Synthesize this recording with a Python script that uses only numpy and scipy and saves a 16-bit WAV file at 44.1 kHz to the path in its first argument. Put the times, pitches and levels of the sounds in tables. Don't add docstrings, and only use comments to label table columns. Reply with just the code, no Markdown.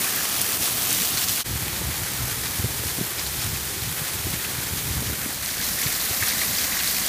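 import sys
import numpy as np
from scipy import signal
from scipy.fft import rfft, irfft
from scipy.io import wavfile
from scipy.ndimage import uniform_filter1d

SR = 44100
rng = np.random.default_rng(int(sys.argv[2]) if len(sys.argv) > 2 else 0)


def log_audio(samples):
    frames = np.atleast_2d(samples).T
    limited = np.clip(frames, -1, 1)
    pcm = np.round(limited * 32767).astype(np.int16)
    wavfile.write(sys.argv[1], SR, pcm)


N = 312228
T = np.arange(N) / SR
MOVE_S = 1.437
SPLIT_HZ = 300

# time in seconds, slap gain in dB, splash gain in dB, fine spray gain in dB.
RUN_OFF_FLOW = [
    [(0.0, -33.5, -32.5, -24), (0.21, -35, -34, -32), (0.55, -34, -32, -25), (0.582, -48, -51, -46),
     (0.62, -41, -32, -24.5), (0.8, -36, -32, -25), (0.9, -37, -29, -24), (0.96, -39, -28.5, -24.5),
     (1.1, -40, -30, -23), (1.15, -36, -30, -25), (1.2, -36, -30, -24), (1.24, -37, -28.5, -22),
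     (1.262, -51, -37, -31), (1.285, -40, -28.5, -20), (1.35, -39, -29, -24), (1.415, -37, -29, -24.5)],
    [(1.47, -37, -40, -37), (1.7, -55, -40.5, -41), (2.4, -42, -42, -34), (2.85, -45, -38, -30.5),
     (3.6, -52, -40.5, -38), (4.3, -44, -40.5, -34), (5.0, -47, -38.5, -35), (5.3, -39, -38.5, -35),
     (5.39, -43, -40.5, -36), (5.45, -37, -34, -29), (5.55, -41, -34.5, -33), (5.62, -37, -34, -28.5),
     (5.72, -39, -33, -26), (5.755, -41, -38, -33), (5.79, -33, -29.5, -27), (5.9, -37, -32.5, -31),
     (6.2, -38, -32.5, -25), (6.36, -35, -32.5, -30), (6.5, -37, -32.5, -25), (6.6, -39, -28.5, -29),
     (6.7, -35, -32, -33), (6.85, -40, -30.5, -26), (6.97, -39, -28.5, -25), (7.02, -49, -36, -32),
     (7.08, -37, -26, -27)],
]
# time in seconds, gain in dB.
RUMBLE_LEVEL = [
    [(0.0, -39.5), (0.7, -39.5), (1.415, -41)],
    [(1.47, -35), (1.5, -40), (1.62, -32.5), (1.76, -36), (1.9, -31.5), (1.98, -38), (2.04, -33),
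     (2.07, -46), (2.16, -36), (2.22, -35), (2.29, -37), (2.36, -38), (2.44, -39.5), (2.66, -37),
     (2.9, -41), (3.02, -36), (3.2, -44), (3.38, -35.5), (3.52, -37.5), (3.6, -33.5), (3.67, -39),
     (3.74, -35.5), (3.87, -34.5), (3.96, -43), (4.1, -41), (4.25, -36), (4.53, -41.5), (4.6, -33),
     (4.67, -37), (4.75, -34), (4.83, -37), (4.92, -30.5), (5.04, -35.5), (5.12, -35), (5.19, -41.5),
     (5.6, -38.5), (6.06, -42.5), (7.08, -38.5)],
]


def undb(db):
    return 10 ** (np.asarray(db) / 20)


def unit(x):
    return x / np.sqrt(np.mean(x ** 2))


def columns(tables):
    curves = []
    for rows in tables:
        seconds, *values = np.transpose(rows)
        curves.append([np.interp(T, seconds, v) for v in values])
    return [np.where(T < MOVE_S, before, after) for before, after in zip(*curves)]


def walk(rate):
    hold = int(SR / rate)
    steps = np.repeat(rng.standard_normal(N // hold + 1), hold)
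    smooth = uniform_filter1d(uniform_filter1d(steps, hold), hold)
    return unit(smooth[:N])


def band(x, lo_hz, hi_hz, order=1):
    sos = signal.butter(order, [lo_hz, min(hi_hz, .45 * SR)], "band", fs=SR, output="sos")
    return signal.sosfilt(sos, x)


def colour(x, spectrum, size=8192):
    hz, db = np.transpose(spectrum)
    bins_hz = np.fft.rfftfreq(size, 1 / SR)
    shape_db = np.interp(np.log(bins_hz + 1), np.log(hz), db)
    cepstrum = irfft(np.log(undb(shape_db)))
    cepstrum[1:size // 2] *= 2
    cepstrum[size // 2 + 1:] = 0
    impulse = irfft(np.exp(rfft(cepstrum)))
    return signal.fftconvolve(x, impulse)[:N]


def at_each_spot(x, lo_hz, hi_hz):
    # frequency in Hz, relative density in dB per Hz.
    bed = [(18, -53), (30, -9), (75, -2.5), (113, 5.5), (146, 3), (185, 4), (407, -1.5), (489, -1),
           (529, -5.5), (723, -0.5), (891, -5.5), (1130, -3), (1500, -5.5), (5390, -3.5), (13800, -2.5),
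           (15300, 0)]
    roofs = [(18, -57), (30, -13), (50, -9), (66, 3.5), (85, -1.5), (108, -1.5), (125, 3), (145, -2.5),
             (242, -11.5), (429, -15), (620, -19.5), (760, -18), (1200, -19), (1850, -17), (2450, -18.5),
             (2700, -21), (3300, -18.5), (4370, -18.5), (5400, -19), (13400, -17.5), (15300, -19)]
    railing = [(18, -36), (30, -8), (64, 5.5), (140, -0.5), (201, 5), (348, -5.5), (762, -6), (915, -9.5),
               (1100, -6.5), (1460, -8), (1900, -3.5), (2400, -7), (2900, -10.5), (3640, -7), (4050, -6),
               (8200, -5.5), (11200, -5.5), (13800, -3), (15300, -5.5)]
    dissolve_start_s, dissolve_end_s = 5, 5.8
    mix = np.clip((T - dissolve_start_s) / (dissolve_end_s - dissolve_start_s), 0, 1)
    shares = (T < MOVE_S, (T >= MOVE_S) * (1 - mix), mix)
    out = 0
    for spectrum, share in zip((bed, roofs, railing), shares):
        coloured = colour(x, spectrum)
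        out = out + share * coloured / np.std(band(coloured, lo_hz, hi_hz, order=4))
    return out


def patter(per_s, spread_db, tail_ms):
    when, size = rng.random((int(per_s * N / SR), 2)).T
    hits = np.zeros(N)
    hit_power = undb(-2 * spread_db * np.log(1 - .995 * size))
    np.add.at(hits, (when * N).astype(int), hit_power)
    power = signal.lfilter([1], [1, -np.exp(-1000 / (tail_ms * SR))], hits)
    return unit(np.sqrt(power) * rng.standard_normal(N))


def far_rain():
    # time in seconds, gain in dB.
    far_level = [(0, -28.5), (.7, -28), (1.4, -31), (1.5, -30), (3, -31), (5.2, -30.5), (5.33, -30),
                 (5.41, -34), (5.55, -32.5), (5.65, -29.5), (6.2, -28), (7.08, -28)]
    drops = rng.standard_normal(N) + 0.52 * patter(300, spread_db=2.0, tail_ms=1.5)
    hiss = at_each_spot(drops, 2650, 14360)
    hiss = signal.sosfilt(signal.butter(2, SPLIT_HZ, "high", fs=SR, output="sos"), hiss)
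    for hz in (500, 1000, 2000, 4000, 8000):
        flicker = undb(0.62 * walk(12)) - 1
        hiss = hiss + flicker * band(hiss, hz / 0.96, hz * 1.84)
    return hiss * undb(np.interp(T, *np.transpose(far_level)))


def near_water(lo_hz, hi_hz, shared, count):
    edges = np.geomspace(lo_hz, hi_hz, count + 1)
    out = 0
    for lo, hi in zip(edges, edges[1:]):
        own = patter(.12 * lo, spread_db=3.0, tail_ms=8000.0 / lo)
        own = own + 0.73 * patter(40, spread_db=1.5, tail_ms=5.6)
        out = out + band(0.76 * own + shared, lo, hi)
    return unit(at_each_spot(out, lo_hz, hi_hz))


def plops(per_s, lo_hz, hi_hz, cycles):
    out = np.zeros(N + 1024)
    when, pitch, size = rng.random((int(per_s * N / SR), 3)).T
    starts = (when * N).astype(int)
    pitches_hz = lo_hz * (hi_hz / lo_hz) ** pitch
    gains = undb(-2.5 * np.log(1 - .97 * size))
    for i, hz, gain in zip(starts, pitches_hz, gains):
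        turns = hz * T[:1024]
        ring = np.exp(-turns / cycles) * np.sin(2 * np.pi * turns * (1 + 0.004 * turns))
        out[i:i + 1024] += gain * ring
    return unit(out[:N])


def run_off():
    # time of the peak in seconds,
    # length in ms (twice the fall time), slap gain in dB, splash gain in dB.
    clumps = [(.2, 60, -33, -40), (.415, 40, -45, -36), (.64, 60, -46, -32), (.935, 19, -44, -28),
              (1.03, 60, -38, -28), (1.178, 18, -33, -28.5), (1.23, 30, -36, -31), (1.29, 40, -42, -30),
              (1.77, 25, -38, -35), (1.93, 50, -36, -38), (2.05, 70, -36, -35), (2.11, 18, -35, -42),
              (2.18, 75, -35.5, -45), (2.31, 43, -39, -36), (2.46, 54, -35.5, -32.5), (2.88, 40, -37, -40),
              (3.195, 33, -38, -30.5), (3.27, 30, -49, -35), (3.34, 25, -48, -34), (3.42, 70, -36, -32.5),
              (3.55, 25, -37, -35), (3.98, 30, -35, -48), (4.08, 62, -37, -36), (4.2, 67, -41, -39),
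              (4.35, 40, -37, -35), (4.45, 40, -38, -39), (4.56, 57, -35, -39), (4.69, 30, -44, -36),
              (4.78, 32, -42, -30), (4.93, 26, -40, -36), (5.06, 47, -37, -35), (5.14, 25, -35, -40),
              (5.51, 40, -42, -35), (5.63, 41, -42, -30.5), (5.82, 51, -40, -38), (6.23, 30, -29, -35),
              (6.3, 71, -34, -28), (6.42, 39, -36, -33), (6.64, 32, -42, -32), (6.8, 50, -33, -35)]
    uneven_db, changes_per_s = 0.85, 22
    rise_share = 0.83
    spray_db = -7
    power = undb(np.array(columns(RUN_OFF_FLOW)) + uneven_db * walk(changes_per_s)) ** 2
    for s, ms, slap_db, splash_db in clumps:
        near = slice(int((s - .15) * SR), int((s + .15) * SR))
        late_ms = (T[near] - s) * 1000
        length_ms = ms * np.where(late_ms < 0, rise_share, 1)
        swell = np.exp(-(2 * late_ms / length_ms) ** 2)
        power[:, near] += undb([[slap_db], [splash_db], [splash_db + spray_db]]) ** 2 * swell
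    return np.sqrt(power)


def rain():
    shared = 0.71 * patter(900, spread_db=2.5, tail_ms=0.12) + 0.57 * patter(70, spread_db=2.5, tail_ms=5.7)
    slap = 0.71 * near_water(1140, 2780, shared, count=3) + 0.46 * plops(150, 1392, 2523, cycles=7.0)
    splash = 0.97 * near_water(2510, 7280, shared, count=3) + 0.32 * plops(150, 2855, 5450, cycles=9.7)
    spray = 0.57 * near_water(7670, 14700, shared, count=2)
    return far_rain() + np.sum(run_off() * [slap, splash, spray], axis=0)


def rumble():
    throbbing = rng.standard_normal(N) * undb(2.5 * walk(25))
    roar = at_each_spot(throbbing, 40, SPLIT_HZ)
    roar = signal.sosfilt(signal.butter(2, SPLIT_HZ, "low", fs=SR, output="sos"), roar)
    return roar * undb(columns(RUMBLE_LEVEL)[0])


def splats():
    per_s, lo_hz, hi_hz = 40, 1690, 9200
    base_db, rise_db = -5, 8.5
    dull_hz, dull_octaves, dull_db = 3000, 0.25, -6
    when, pitch, size = rng.random((int(per_s * N / SR), 3)).T
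    s = .02 + when * (T[-1] - .1)
    flow_db = columns(RUN_OFF_FLOW)[1][(s * SR).astype(int)]
    db = flow_db + base_db + rise_db * pitch - 2.1 * np.log(1 - .9 * size)
    hz = lo_hz * (hi_hz / lo_hz) ** pitch
    db += dull_db * np.exp(-(np.log2(hz / dull_hz) / dull_octaves) ** 2)
    return list(zip(s, db, hz))


def big_drops():
    # time in seconds, base level in dB, centre in Hz.
    loud_drops = [(0.161, -32, 1700), (0.162, -12, 12900), (0.257, -18, 12100), (0.416, -19, 4900),
                  (0.416, -7.5, 10000), (0.531, -19, 4700), (0.655, -17, 5200), (0.68, -26, 1140),
                  (0.83, -15, 11000), (0.907, -16, 4500), (0.907, -13, 7960), (0.915, -22, 2400),
                  (0.929, -8, 9400), (1.019, -10, 11200), (1.028, -21, 4300), (1.121, -23, 5000),
                  (1.174, -15, 4080), (1.175, -24, 2100), (1.231, -21, 2500), (1.286, -13, 5530),
                  (1.312, -19, 11800), (1.361, -19, 8900), (1.378, -23, 2300), (1.406, -27, 1300),
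                  (1.406, -26, 5500), (1.562, -36, 1820), (2.435, -31, 1700), (2.47, -34, 2250),
                  (2.876, -21, 10500), (3.191, -31, 2100), (3.187, -27, 4350), (3.195, -25, 4670),
                  (3.265, -25, 4100), (3.395, -31, 3710), (3.396, -36, 2350), (3.414, -27, 2380),
                  (3.415, -27, 5100), (3.445, -22, 9400), (3.561, -29, 2420), (3.821, -28, 3860),
                  (3.965, -34, 1800), (4.067, -31, 1630), (4.098, -31, 1890), (4.131, -33, 1600),
                  (4.253, -29, 5000), (4.341, -34, 2080), (4.396, -32, 1720), (4.449, -28.5, 2420),
                  (5.255, -32, 2180), (5.479, -20, 11000), (5.537, -32, 1850), (5.581, -28, 4400),
                  (5.616, -26, 3650), (5.646, -27, 4500), (5.494, -31, 1540), (5.511, -28, 4590),
                  (5.734, -24, 4700), (5.786, -31, 1690), (5.603, -29, 1550), (5.799, -22, 4600),
                  (5.816, -27, 2080), (5.816, -17, 11100), (5.827, -22, 1760), (5.868, -24, 4200),
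                  (5.869, -23.5, 2090), (5.951, -23, 5000), (6.007, -24, 4100), (6.108, -20, 11700),
                  (6.148, -25, 4400), (6.226, -21.5, 1680), (6.241, -28, 2120), (6.277, -29, 1750),
                  (6.277, -26, 4100), (6.284, -14, 11200), (6.292, -21, 4650), (6.311, -29, 1990),
                  (6.325, -24, 2060), (6.391, -30, 1820), (6.394, -24, 3980), (6.418, -20, 1910),
                  (6.433, -24, 2160), (6.532, -30, 1950), (6.551, -23, 4030), (6.585, -18, 4850),
                  (6.589, -28, 2370), (6.638, -20, 5900), (6.721, -25, 1980), (6.731, -25, 2400),
                  (6.77, -24.5, 1870), (6.791, -23, 4020), (6.802, -25, 2600), (6.808, -31, 1500),
                  (6.802, -23, 3960), (6.858, -21, 10000), (6.875, -19, 4100), (6.903, -28, 4440),
                  (6.88, -20, 9100), (6.945, -24, 4100), (6.966, -27, 2320), (6.984, -26, 1890),
                  (7.064, -14, 9400)]
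    spray_ms_at_4k, spray_slope = 2.3, .45
    tail_gain, tail_s = 0.1, 0.015
    rise_cycles, fall_cycles = (0.1, 0.5), (2.4, 5.5)
    ring_peak = (1.0, 1.35)
    spray_width = (1.45, 1.2)
    out, t = np.zeros(N), T[:2048]
    drops = loud_drops + splats()
    noises = rng.standard_normal((len(drops), len(t)))
    for (s, db, hz), noise in zip(drops, noises):
        moved = int(s > MOVE_S)
        ms = spray_ms_at_4k * (4000 / hz) ** spray_slope
        swell = (1 - np.exp(-t * hz / rise_cycles[moved])) * np.exp(-t * hz / fall_cycles[moved])
        ring = swell * np.sin(2 * np.pi * hz * t * (1 + 15 * t))
        width = spray_width[moved]
        fall = 0.39 * np.exp(-t * 1000 / ms) + tail_gain * np.exp(-t / tail_s)
        spray = unit(band(noise, hz / width, hz * width, order=2)) * fall
        drop = undb(db) * (ring_peak[moved] * ring / np.max(ring) + spray)
        i = int((s - ms / 3000) * SR)
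        out[i:i + len(t)] += drop[:N - i]
    return out


def eddies():
    per_s, lo_hz, hi_hz = 36, 73.6, 346
    base_db = -4.5
    when, pitch, size = rng.random((int(per_s * N / SR), 3)).T
    s = .1 + when * (T[-1] - .2)
    rumble_db = columns(RUMBLE_LEVEL)[0][(s * SR).astype(int)]
    db = rumble_db + base_db - 3.4 * np.log(1 - .95 * size)
    return list(zip(s, db, lo_hz * (hi_hz / lo_hz) ** pitch ** 2))


def buffets():
    # centre time in seconds, level of the main swing in dB before the low cut, centre in Hz.
    strong_buffets = [(1.496, -25, 118), (1.514, -23, 99), (1.532, -27, 82), (1.558, -23, 110),
                      (1.623, -26, 101), (1.667, -27, 328), (1.7, -28, 100), (1.733, -27, 90),
                      (1.813, -24.5, 100), (1.9, -30, 120), (1.817, -27, 410), (2.021, -24, 100),
                      (2.239, -24, 120), (2.256, -35, 124), (2.319, -31, 129), (2.599, -18.5, 88),
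                      (2.601, -24.5, 322), (2.645, -16.5, 100), (2.645, -33, 220), (2.646, -23, 420),
                      (2.661, -22, 125), (2.706, -30, 110), (2.797, -33, 380), (2.8, -26, 100),
                      (2.838, -24.5, 412), (2.861, -23.5, 90), (2.988, -22.5, 250), (3.011, -24, 300),
                      (3.014, -17, 170), (3.12, -33, 390), (3.376, -29, 90), (3.481, -27, 92),
                      (3.533, -26, 110), (3.569, -28, 109), (3.825, -25, 100), (3.888, -33, 100),
                      (4.02, -26, 130), (4.159, -29, 95), (4.197, -32, 113), (4.255, -24.5, 90),
                      (4.27, -24, 300), (4.34, -27, 300), (4.291, -27, 110), (4.339, -26, 150),
                      (4.588, -24.5, 133), (4.736, -26, 100), (4.879, -29, 120), (4.89, -30, 170),
                      (4.909, -25, 100), (4.97, -23, 75), (5.024, -23, 230), (5.03, -25, 476),
                      (5.08, -28, 90), (5.097, -27, 250), (5.1, -28, 500), (5.105, -26, 120),
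                      (5.128, -27, 230), (5.263, -23, 255), (5.293, -30, 250), (5.865, -21, 124),
                      (5.994, -31, 328), (6.111, -28.5, 392), (6.113, -26, 99), (6.227, -25.5, 99)]
    push_cycles = 1.39
    out, t = np.zeros(N), T[:4096] - T[2048]
    pushes = strong_buffets + eddies()
    for (s, db, hz), turn in zip(pushes, rng.random(len(pushes))):
        ms = 1000 * push_cycles / hz
        angle = 2 * np.pi * (hz * t + 0.28 * turn)
        swing = np.exp(-(t * 1000 / (0.54 * ms)) ** 2) * np.cos(angle)
        swing += 0.26 * np.exp(-(t * 1000 / (0.44 * ms)) ** 2) * np.cos(2.1 * angle)
        swing += 0.14 * np.exp(-(t * 1000 / (0.29 * ms)) ** 2) * np.cos(3.5 * angle)
        i = int(s * SR) - 2048
        out[i:i + len(t)] += undb(db) * swing
    return signal.sosfilt(signal.butter(3, 48, "high", fs=SR, output="sos"), out)


def scene():
    fade_out_s, fade_in_s = 0.028, 0.03
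    fade = np.interp(T, [MOVE_S - fade_out_s, MOVE_S, MOVE_S + fade_in_s], [1, 0, 1])
    return np.tile(fade * (rain() + big_drops() + rumble() + buffets()), (2, 1))


def record(dry):
    top_hz = 15350
    return signal.sosfilt(signal.ellip(12, .2, 65, top_hz, fs=SR, output="sos"), dry)


dry = scene()
out = record(dry)
log_audio(out)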